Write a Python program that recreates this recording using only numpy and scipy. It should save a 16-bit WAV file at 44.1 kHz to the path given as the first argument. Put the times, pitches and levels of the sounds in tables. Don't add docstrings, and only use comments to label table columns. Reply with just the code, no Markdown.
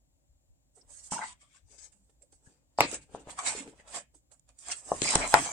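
import sys
import numpy as np
from scipy import signal
from scipy.fft import rfft, irfft, next_fast_len
from scipy.io import wavfile
from scipy.ndimage import uniform_filter1d, minimum_filter1d

SR = 44100
rng = np.random.default_rng(int(sys.argv[2]) if len(sys.argv) > 2 else 0)


def undo_db(level):
    steps = np.asarray(level, float) / 20
    return 10 ** steps


def to_wav(sig):
    pcm = np.clip(np.atleast_2d(sig), -1, 1) * 32767
    pcm = np.round(pcm).astype(np.int16)
    wavfile.write(sys.argv[1], SR, pcm.T)


N = 243431
FRAMES = dict(fs=SR, nperseg=256, noverlap=192)

# (frequency [Hz], likeness [-1 to 1])
PAPER_ALIKE = [(60, 1), (130, 0.97), (290, 0.83), (640, 0.83), (1410, 0.0035), (3100, 0.15), (6820, -0.049),
               (15000, 0.98)]


def evened(x):
    return x / np.sqrt(np.mean(x ** 2) + 1e-20)


def read(points, hz):
    f, value = np.transpose(points)
    return np.interp(np.log(hz + 1), np.log(f + 1), value)


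def fine(t, v):
    return np.interp(np.arange(N) / SR, t, v)


def panned(x, lean_db):
    return x * undo_db(np.array([.5 * lean_db, -.5 * lean_db]))


def add(mix, s, sound):
    part = mix[:, round(s * SR):][:, :sound.shape[1]]
    part += sound[:, :part.shape[1]]


def coloured(x, db_of_hz):
    n = x.shape[-1]
    size = next_fast_len(n + 512)
    gain = undo_db(db_of_hz(np.fft.rfftfreq(size, 1 / SR)))
    return irfft(rfft(x, size) * gain, size)[..., :n]


def low_passed(x, hz, order=6):
    return signal.sosfilt(signal.butter(order, hz, fs=SR, output="sos"), x)


def ports(pair, alike):
    n = pair.shape[1]
    same = np.clip(read(alike, np.fft.rfftfreq(n, 1 / SR)), -.99, .99)
    mid, side = rfft(pair) * np.sqrt([1 + same, 1 - same])
    return irfft(np.array([mid + side, mid - side]), n) / 2


def resonate(x, hz, width_hz):
    turn = np.exp(2j * np.pi * np.cumsum(hz * np.ones(x.shape[-1])) / SR)
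    r = np.exp(-np.pi * width_hz / SR)
    return 2 * (turn * signal.lfilter([1 - r], [1, -r], x / turn)).real


def resonate_twice(x, hz, width_hz):
    return resonate(resonate(x, hz, width_hz), hz, width_hz)


def patchwork(frames, bins, length, width=1):
    x = uniform_filter1d(rng.standard_normal((frames, bins)), length, 0)
    return evened(uniform_filter1d(x, width, 1)).T


def strokes(t, s, db, rise_ms, hold_ms, fall_ms):
    def column(v):
        return np.maximum(v * np.ones(len(s)), 1)[:, None]

    ms = 1000 * (t - s[:, None])
    before = np.maximum(-ms, 0) / column(rise_ms)
    after = np.maximum(ms - column(hold_ms), 0) / column(fall_ms)
    rounding = 0.056
    under = np.hypot(before + after, rounding) - rounding
    return undo_db(2 * (db[:, None] - 20 * np.minimum(under, 10)))


def bursts(rows, steady_db, rise_ms, fall_ms):
    t = np.arange(0, N / SR, 1 / 1000)
    power = strokes(t, *np.transpose(rows), rise_ms, 0, fall_ms).sum(0)
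    return np.sqrt(fine(t, power) + undo_db(2 * steady_db))


def quiet():
    # (frequency [Hz], level [dB per Hz])
    tone_colour = [(12, -46), (20, -19.5), (38, -2), (60, 30), (74, -7), (91, -31.5), (123, -18),
                   (210, -35), (262, -26.5), (422, -43), (574, -35), (1290, -50.5), (6200, -49),
                   (7200, -37), (8300, -46.5), (9200, -52.5), (16000, -59.5)]
    # (frequency [Hz], likeness [-1 to 1])
    tone_alike = [(60, 1), (180, -0.031), (550, 0.32), (1650, -0.44), (4970, -0.83), (15000, 0.64)]
    # (frequency [Hz], left-right [dB])
    tone_lean = [(60, -4.5), (180, -0.5), (550, 7.5), (1650, -0.5), (4970, 3.5), (15000, 4)]
    # (time [s], level [dB])
    jolts = [
        (2.85, -64.5),
        (4.95, -60),
        (5.18, -63),
        (5.36, -68),
    ]

    def tone_db(f):
        balance_db = np.array([[.5], [-.5]]) * read(tone_lean, f)
        return balance_db + read(tone_colour, f) - 40 * (f < 90)

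    pair = ports(rng.standard_normal((2, N)), tone_alike)
    tone = undo_db(-72.5) * evened(coloured(pair, tone_db))

    shaken = rng.standard_normal((2, N)) * undo_db([[1.2], [-1.2]])
    drone = resonate_twice(pair, hz=55.0, width_hz=25.0)
    drone = drone + 0.64 * resonate_twice(shaken, hz=74.0, width_hz=27.0)
    drone = drone / np.sqrt(uniform_filter1d(drone.mean(0) ** 2, 6000) + 1e-9)
    sway = evened(resonate_twice(shaken[0, ::-1], hz=32.0, width_hz=20.0))
    drone = drone + undo_db(-4.5) * sway * np.array([[1], [.3]])

    throb_db = 4.0 * np.cos(2 * np.pi * 5.25 * (np.arange(N) / SR - 0.13))
    wander = evened(uniform_filter1d(uniform_filter1d(rng.standard_normal(N), 3000), 3000))
    drone_gain = bursts(jolts, -76 + 5 * wander + throb_db, rise_ms=130, fall_ms=330)
    return tone + drone_gain * drone * undo_db([[.3], [-.3]])


def handling():
    # (time [s], level [dB], rise [ms], hold [ms], fall [ms])
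    glides = [(.762, -61, 22, 27, 70), (0.907, -46.5, 27, 92, 52), (1.041, -43, 32, 32, 37),
              (1.115, -27.5, 7.1, 9.3, 70), (1.715, -54, 47, 37, 100), (1.836, -46, 68, 18, 40),
              (1.952, -74.5, 60, 170, 110), (2.228, -61, 26, 3.5, 51), (2.328, -58.5, 21, 3.3, 83),
              (2.46, -58, 43, 3, 120), (2.881, -51, 56, 22, 60), (2.946, -34, 62, 2.5, 37),
              (3.156, -52, 58, 3.2, 30), (3.2, -54.5, 18, 2.1, 50), (3.66, -55, 44, 42, 49),
              (4.149, -53.5, 10, 2.1, 50), (4.322, -58.5, 14, 2.87, 64), (4.596, -50.5, 13, 77, 73),
              (4.778, -44, 110, 7.9, 78), (4.87, -42.5, 65, 180, 60), (5.095, -35.5, 37, 7.5, 120),
              (5.302, -31.5, 140, 2.7, 81), (5.4, -36.5, 110, 76, 38)]
    # (time [s], level [dB], rise [ms], hold [ms], fall [ms])
    rubs = [(1.14, -45, 30, 146, 51), (1.285, -51.5, 63, 44, 15), (1.42, -57.5, 29, 2.4, 62),
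            (1.565, -58.5, 110, 3.7, 51), (2.782, -44, 3.4, 24, 22), (2.809, -37.5, 4.6, 4.3, 130),
            (2.943, -35.5, 89, 4, 32), (3.02, -58, 18, 5.3, 50), (3.303, -44, 30, 3.2, 63),
            (3.389, -41.5, 30, 21, 54), (3.472, -26, 41, 12.7, 64), (3.528, -38, 63, 63, 53),
            (3.78, -62, 56, 32, 21), (3.879, -52.5, 13, 31, 65), (3.95, -37.5, 57, 36, 34),
            (4.496, -64, 30, 2.2, 42), (4.719, -33.5, 71, 3.9, 35), (4.97, -46.5, 46, 27, 40),
            (5.033, -28, 25, 120, 140), (5.2, -52.5, 120, 60, 64), (5.352, -32, 77, 14, 490)]
    # (time [s], rumble [dB], rise [ms], fall [ms], pocket resonance [Hz])
    page_bends = [(.78, -65.5, 25, 89, 620), (4.32, -63.5, 15, 38, 1050), (4.495, -64.5, 20, 37, 1100),
                  (.9, -68.5, 97, 350, 784), (1.131, -37.5, 2.2, 100, 879), (1.173, -45, 62, 88, 1006),
                  (1.241, -43, 66, 14, 1115), (1.29, -58, 46, 58, 1041), (1.715, -67.5, 51, 350, 718),
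                  (1.85, -90, 56, 150, 599), (2.492, -66.5, 120, 170, 661), (2.79, -33, 3.7, 36, 810),
                  (2.807, -21.5, 4, 50, 782), (2.945, -42.5, 100, 41, 752), (3.153, -48, 58, 117, 633),
                  (3.293, -50.5, 64, 93, 796), (3.388, -41, 16, 90, 1078), (3.476, -39, 82, 180, 887),
                  (3.68, -51.5, 170, 88, 604), (3.975, -43.5, 120, 36, 880), (4.705, -43.5, 62, 51, 942),
                  (4.927, -46, 100, 400, 801), (5.112, -36.5, 190, 37, 861), (5.158, -27.5, 65, 30, 857),
                  (5.25, -29, 170, 45, 876), (5.35, -27, 42, 99, 960), (5.48, -43, 180, 140, 943)]
    # (time [s], rumble [dB], pocket resonance [Hz])
    twitches = [(0.83, -71, 650), (1.429, -64.5, 862), (1.559, -72, 1029), (2.097, -67.5, 645),
                (2.226, -83, 507), (2.329, -61.5, 625.5), (3.8, -53, 650), (3.04, -69.5, 718),
                (4.145, -65, 792), (4.323, -70, 905), (4.5, -63, 766)]
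    t = np.arange(0, N / SR, 1 / 1000)
    glide = strokes(t, *np.transpose(glides)).sum(0)
    rub = strokes(t, *np.transpose(rubs)).sum(0)
    hiss = glide + rub

    twitch_rise_ms, twitch_fall_ms = 8.4, 17
    rows = page_bends + [(s, db, twitch_rise_ms, twitch_fall_ms, hz) for s, db, hz in twitches]
    s, db, rise_ms, fall_ms, hz = np.transpose(rows)
    bends = strokes(t, s, db, rise_ms, 0, fall_ms)
    rumble = bends.sum(0)
    pocket_hz = hz @ bends / rumble

    middle = glide * undo_db(2 * -18) + rub * undo_db(2 * -4.5) + rumble * undo_db(2 * -7)
    middle_db = np.minimum(10 * np.log10(middle / hiss), 13)
    return t, 10 * np.log10(hiss), middle_db, 10 * np.log10(rumble), pocket_hz


def grit(grain_ms, grain_db, clump_ms, clump_db):
    grains, clumps = rng.standard_normal((2, N))
    stutter_db = grain_db * evened(uniform_filter1d(grains, round(grain_ms * SR / 1000)))
    stutter_db = stutter_db + clump_db * evened(uniform_filter1d(clumps, round(clump_ms * SR / 1000)))
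    return ports(rng.standard_normal((2, N)) * evened(undo_db(stutter_db)), PAPER_ALIKE)


def lined(x, line_db):
    z = signal.stft(x, SR, nperseg=1024, noverlap=768)[2]
    lines = patchwork(z.shape[2], z.shape[1], length=24)
    y = signal.istft(z * undo_db(line_db * lines), SR, nperseg=1024, noverlap=768)[1][:, :N]
    return evened(y) * np.sqrt(np.mean(x ** 2))


def slide():
    # (frequency [Hz], level [dB per Hz])
    hiss_colour = [(710, -26), (1200, -16), (1560, -10.5), (2270, -10), (2920, -10.5), (4450, -10),
                   (4910, -6), (5470, -8), (5780, -5.5), (7200, 1.5), (8050, 4.5), (11300, -28),
                   (12200, -44), (14700, -56.5), (16000, -76.5)]
    # (time [s], left-right [dB])
    hands = [
        (.72, -16),
        (1.9, 4),
        (1.96, -12.5),
        (2.64, -4.5),
        (3.35, -9),
        (3.8, -13.5),
        (5.02, -10),
        (5.52, -9),
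    ]
    # (time [s], peak [dB], left-right [dB], length [ms])
    scuffs = [(1.782, -49, 17, 6.4), (1.919, -63.5, -7, 10.3), (2.096, -76, -15, 4.1),
              (2.221, -58, -8, 4.6), (2.324, -69, -27, 2.8), (2.915, -37.5, -15, 1), (3.303, -55, -24, 6),
              (3.388, -33, 0, 4), (3.878, -58, 5, 3.9), (4.3151, -60.5, -17, 6.1), (4.396, -53, -3.5, 1.1),
              (4.491, -63.5, -21, 0.92), (4.589, -54, -18.5, 1.3), (4.715, -32.5, 1.5, 7.3),
              (5.019, -35.5, 39, 0.79), (5.1549, -11.5, 8, 1.16)]
    friction = grit(grain_ms=1.0, grain_db=1.0, clump_ms=32.0, clump_db=1.0)
    hz, t, z = signal.stft(friction, **FRAMES)
    patches = patchwork(len(t), len(hz), length=24, width=4)
    streaks = patchwork(len(t), len(hz), length=45)
    times, hiss_db, middle_db = handling()[:3]
    middle_db = np.interp(t, times, middle_db) + 10.5
    reach = np.clip(np.log(6500 / (hz + 1)) / np.log(1.9), 0, 1)[:, None]
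    colour_db = read(hiss_colour, hz)[:, None] + reach * middle_db
    z = z * undo_db(colour_db + 1.6 * patches + 2.2 * streaks)
    hiss = signal.istft(z, **FRAMES)[1][:, :N]

    treble = hz > 4500
    treble_share = np.mean(abs(z[:, treble]) ** 2) / np.mean(abs(z) ** 2) * np.mean(treble)
    hiss = hiss / np.sqrt(treble_share * np.mean(hiss ** 2))
    hiss = lined(hiss, line_db=4.5)

    hand_s, hand_lean_db = np.transpose(hands)
    strength = undo_db(fine(times, hiss_db)) * panned(0.85, fine(hand_s, hand_lean_db) + 11.1)
    for s, db, lean_db, ms in scuffs:
        u = np.arange(3000) / SR / (max(ms, 1) / 1000)
        jump = undo_db(db - 2.5) * (u * np.exp(1 - u))[None]
        add(strength, s - .001, panned(jump, np.array([lean_db])))
    return hiss * strength


def fizz():
    # (time [s], level [dB])
    flicks = [
        (2.95, -79.5),
        (5.285, -68.5),
        (5.34, -56),
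        (5.43, -55),
        (5.5, -66),
    ]
    hz, t, z = signal.stft(rng.standard_normal((2, N)), **FRAMES)
    streaks = patchwork(len(t), len(hz), length=30, width=3)
    z = z * undo_db(5.0 * streaks) * ((hz > 12000) & (hz < 15800))[:, None]
    top = evened(signal.istft(z, **FRAMES)[1][:, :N])
    haze_db = -76 + 0.33 * fine(*handling()[:2])
    return top * bursts(flicks, haze_db, rise_ms=50, fall_ms=23)


def bend():
    # (factor on the resonance, width [Hz], level [dB])
    pocket_modes = [(.72, 107, 0.5), (1.0, 134, -3), (1.2, 120., -2), (1.55, 205, -8.5),
                    (2.15, 230., -11.5)]
    t, _, _, level_db, pocket_hz = handling()
    level_db, pocket_hz = fine(t, level_db), fine(t, pocket_hz)
    creak = grit(grain_ms=3.1, grain_db=1.5, clump_ms=25.0, clump_db=3.5)

    pocket = np.zeros((2, N))
    for k, (factor, width_hz, db) in enumerate(pocket_modes):
        pocket += (-1) ** k * undo_db(db) * resonate(creak, factor * pocket_hz, width_hz)
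    pocket = evened(signal.lfilter(*signal.butter(2, [300, 2400], "band", fs=SR), pocket))

    flap_db = -2 - 23.5 * np.log2(np.maximum(pocket_hz / 650.0, 1))
    flap = evened(resonate(resonate(creak[:, ::-1], 230.0, 280.0), 260.0, 240.0))
    return undo_db(level_db) * (pocket + undo_db(flap_db) * flap)


def rings():
    # (time [s], peak [dB], pitch [Hz], width [Hz],
    # length [ms])
    flexes = [(.811, -51.5, 5280, 1100, 19), (1.124, -35, 206, 101, 24), (1.141, -40, 830, 118, 13),
              (1.153, -33, 925, 121, 14), (1.161, -28.5, 930, 60.6, 20), (1.176, -33.5, 1455, 200, 43),
              (1.21, -32.5, 1460, 306, 47), (1.212, -34.5, 1996, 158.5, 59), (1.212, -36, 887, 101, 53),
              (1.238, -30.5, 970, 148, 8.6), (1.25, -44, 836, 79.3, 17), (1.28, -49, 1006, 120, 69),
              (2.776, -34, 4780, 913, 99), (2.806, -14, 2100, 1200, 2.5), (2.81, -29.5, 2190, 1220, 67),
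              (2.845, -28.5, 286, 151, 15.4), (3.46, -31, 2190, 201.7, 66), (3.46, -31.5, 3860, 297, 45),
              (3.575, -40, 257, 100, 64), (3.465, -29, 5880, 400, 62), (3.785, -51.5, 1900, 300, 48),
              (3.93, -44, 1760, 400, 92), (3.95, -46, 616, 199.7, 88), (4.7, -34, 2097, 401, 16),
              (5.044, -28, 2140, 398, 15), (5.042, -23, 4930, 800, 140), (5.072, -23.5, 2310, 402, 43),
              (1.115, -34, 5500, 1210, 87), (4.925, -51.5, 1060, 298, 53), (5.118, -28, 1000, 302, 47),
              (5.21, -25.5, 2230, 610, 72), (5.346, -11.5, 897, 151, 13), (5.35, -28, 2440, 304, 43),
              (5.385, -34.5, 280, 99, 54), (5.385, -34, 8050, 500, 140), (5.16, -34.5, 256, 149, 30),
              (5.468, -31.5, 870, 250, 6.2), (5.477, -28, 875, 300, 4.3),
              (1.41, -66.5, 1160, 149, 100), (1.535, -63.5, 1084, 119, 64), (1.69, -69, 416, 79.5, 52),
               (1.93, -66.5, 195, 40, 190), (2.21, -59.5, 514, 101, 48), (2.46, -59.5, 1650, 120, 25),
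               (3.005, -61.5, 111.7, 40, 54), (3.29, -47, 2070, 300, 11), (3.378, -36, 1130, 200, 22),
               (3.385, -38, 2270, 200, 40), (4.135, -60, 320, 100.4, 57), (4.31, -59.5, 600, 150, 40),
               (4.485, -65, 603, 151, 53), (4.712, -27.5, 5440, 500, 17), (5.125, -31, 1670, 500, 50),
               (5.22, -42, 1460, 400, 47), (2.812, -24.5, 4300, 1500, 58), (1.29, -51.5, 2500, 1480, 61),
               (5.16, -32.5, 1570, 494, 100), (5.342, -22.5, 1450, 400, 33)]
    # (time [s], peak [dB], pitch [Hz])
    ticks = [(1.783, -59, 7500), (2.9152, -31, 8200), (4.6846, -24, 7940), (5.09, -16, 6800),
             (5.1051, -13, 7550), (5.109, -14, 7700), (5.1522, -14, 7800), (5.453, -27, 8100),
             (5.459, -24, 7700), (2.806, -18.5, 8000), (5.0185, -24, 5900), (3.474, -25, 7760),
             (3.485, -21, 7400), (3.521, -27.5, 7700), (5.276, -20.5, 8000), (2.944, -26, 8300)]
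    tick_width_hz, tick_ms = 2600, 1.7
    rows = flexes + [(s, db, hz, tick_width_hz, tick_ms) for s, db, hz in ticks]
    out, t = np.zeros((2, N)), np.arange(8192) / SR
    peak_at = 0.23
    for s, db, hz, width_hz, ms in rows:
        u = np.clip(t / (max(ms, 2) / 1000), 0, 1)
        swell = np.sin(np.pi * u ** (np.log(.5) / np.log(peak_at)))
        scrape = ports(rng.standard_normal((2, len(t))), PAPER_ALIKE)
        ring = resonate_twice(scrape, hz, width_hz) * swell
        add(out, s, undo_db(db) * ring / abs(ring).max())
    return low_passed(out, 9000, order=8)


def pocket_ring(t, hz, cycles):
    u = t * hz / cycles
    return np.sin(2 * np.pi * hz * t) * (1 - np.exp(-(u / 0.14) ** 2)) * np.exp(-3.5 * u ** 2)


def pops():
    # (time [s], peak [dB], pitch [Hz], crack against pop [dB], length [cycles])
    buckles = [(1.12, -24, 890, -34, 5.3), (1.189, -25.5, 914, -37, 6.3), (1.221, -32, 870, -18, 4.5),
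               (2.218, -60.5, 510, -7, 4.4), (2.7856, -10, 780, -28, 3.3), (2.8051, -3, 800, -7.5, 2.6),
               (2.927, -30, 400, -9, 3.1), (3.147, -23, 650, -45, 2), (3.271, -31.5, 396, -26, 0.68),
               (3.296, -37, 970, -11, 4.3), (3.388, -24, 1117, -33, 8.5), (3.522, -31, 840, -32, 2.7),
               (3.548, -33.5, 433, -27, 4.5), (3.675, -39.5, 440, -11, 6.3), (4.9164, -9, 657, -41, 3.2),
               (5.018, -18.5, 330, -17.5, 1.64), (5.156, -9.5, 676, -35, 1.3), (5.204, -23, 880, -25, 1.5),
               (5.328, -37, 820, 8, 10), (5.3395, 3.5, 850, -15, 2.76), (5.46, -26.5, 740, -23, 2.5),
               (5.489, -27, 910, -31, 3.6)]
    # (time [s], peak [dB], pitch [Hz], length [cycles])
    soft_rings = [(2.793, -33, 820, 5.3), (2.812, -20.5, 805, 2.5), (3.462, -32, 920, 6.2),
                  (3.482, -36.5, 830, 9.5), (3.502, -36.5, 875, 3.9), (4.9172, -23, 1067, 7.9),
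                  (4.923, -29, 1130, 10), (4.933, -36, 600, 4), (5.135, -28, 900, 9), (5.259, -30, 980, 16),
                  (5.271, -34, 1030, 16), (5.33, -24, 880, 12), (5.34, -6, 1398, 6.9), (2.8066, -17, 2200, 6),
                  (5.346, -26, 1030, 15), (5.357, -21, 930, 8), (5.368, -25, 760, 11)]
    # (frequency [Hz], level [dB per Hz])
    crack_colour = [(710, -29), (1200, 1.5), (2620, 10), (3150, -5.5), (6370, -1), (6870, -11.5),
                    (7910, -5), (8630, -14), (13200, -22), (14200, -64.5)]
    out = np.zeros((2, N))
    t = np.maximum(np.arange(1500) / SR - 0.001, 0)
    left_db = 2.5
    for s, db, hz, crack_db, cycles in buckles:
        noise = rng.standard_normal((2, len(t)))
        rattle = low_passed(noise, 9000.0) * np.exp(-t / 0.0053) * (t > 0)
        front = noise * t / 0.00033 * np.exp(-t / 0.00036)
        crack = ports(front + 0.055 * rattle, PAPER_ALIKE)
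        crack = coloured(crack, lambda f: read(crack_colour, f))
        sound = pocket_ring(t, hz, cycles) + undo_db(min(crack_db + 8.5, 1.5)) * crack / abs(crack).max()
        lean_db = left_db - 0.84 * max(crack_db + 11.5, 0)
        add(out, s + 0.00039, panned(undo_db(db) * sound, np.array([lean_db])))
    for s, db, hz, cycles in soft_rings:
        add(out, s, panned(undo_db(db) * pocket_ring(t, hz, cycles), np.array([left_db])))
    return out


def pushes():
    # (time [s], peak [dB], pitch [Hz], t60 [s], left-right [dB])
    thuds = [
        (1.12, -32.5, 218, 0.031, 10),
        (2.473, -46.5, 125, 0.023, 11),
        (3.143, -35, 188, 0.018, 2.5),
        (4.916, -41, 188, 0.094, -10),
        (5.018, -45, 144, 0.22, -18),
        (5.156, -22.5, 175, 0.038, 5),
        (5.337, -39.5, 138, 0.45, 0),
        (5.15, -43.5, 39, 0.68, 20),
        (2.8, -44, 120, 0.11, 3),
        (6.1, -44.5, 40, 0.19, 16.5),
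    ]
    out, t = np.zeros((2, N)), np.arange(12000) / SR
    for s, db, hz, t60, lean_db in thuds:
        envelope = np.minimum(t / 0.00057, 1) * undo_db(db - 60 * t / max(t60, .02))
        thud = np.sin(2 * np.pi * hz * t) * envelope
        add(out, s, panned(thud, np.array([lean_db])))
    return out


def room(x, tail_db):
    # (delay [ms], level [dB])
    echoes = [
        (2.2, -18),
        (6.8, -15.5),
        (10.2, -22),
        (13.5, -25.5),
        (19, -38),
        (29, -21.5),
    ]
    # (frequency [Hz], t60 [s])
    decay = [(150, 0.4), (700, 0.035), (2500, 0.28), (8000, 0.047)]
    size = SR // 2
    taps = np.zeros((2, size))
    at = np.arange(200, size - 20, 20) + rng.integers(0, 20, (2, (size - 201) // 20))
    np.put_along_axis(taps, at, rng.choice([-1., 1.], at.shape), 1)
    hz, t, z = signal.stft(ports(taps, PAPER_ALIKE), SR, nperseg=256)
    tail = signal.istft(z * undo_db(-60 * t / read(decay, hz)[:, None]), SR, nperseg=256)[1]
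    tail = undo_db(tail_db) * tail / np.linalg.norm(tail[0])
    for ms, db in echoes:
        tail[[0, 1], round(ms * SR / 1000) + rng.integers(0, 8, 2)] += undo_db(db)
    tail = signal.lfilter(*signal.butter(1, 1570.0, fs=SR), tail)
    tail = low_passed(tail, 9000.0)
    return x + signal.fftconvolve(x, tail, axes=1)[:, :N]


def masked(x):
    # (from [s], to [s])
    slapped = [
        (2.77, 2.8),
        (2.812, 2.875),
    ]
    hz, t, z = signal.stft(x, **FRAMES)
    power = uniform_filter1d(uniform_filter1d(abs(z) ** 2, 5, 1), 5, 2)
    band_db = 10 * np.log10(power + 1e-20)
    loudest_db = -minimum_filter1d(-band_db[:, hz > 1500].max(1, keepdims=True), size=17, axis=2)
    keep = undo_db(-np.clip(0.67 * (loudest_db - band_db - 21.5), 0, 50))
    keep = np.where(hz[:, None] > 10000.0, keep, 1)
    for start, end in slapped:
        keep[:, hz > 9200] *= np.where((t > start) & (t < end), undo_db(-50), 1)
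    return signal.istft(z * keep, **FRAMES)[1][:, :N]


def scene():
    # (frequency [Hz], left-right [dB])
    port_lean = [(60, -2.5), (150, 0), (380, 1), (950, 1.5), (2380, 0), (5980, 1.5), (15000, -33)]
    friction = undo_db(-3.5) * (slide() + bend()) + rings()
    paper = room(pops(), tail_db=-9.0) + room(friction, tail_db=-13)
    paper = coloured(paper, lambda f: np.array([[.5], [-.5]]) * read(port_lean, f))
    return masked(paper) + fizz() + pushes() + quiet()


def low_pass(x):
    return signal.sosfilt(signal.butter(12, 16730, fs=SR, output="sos"), x)


def record(dry):
    return low_pass(np.clip(dry, -1, 1))


dry = scene()
out = record(dry)
to_wav(out)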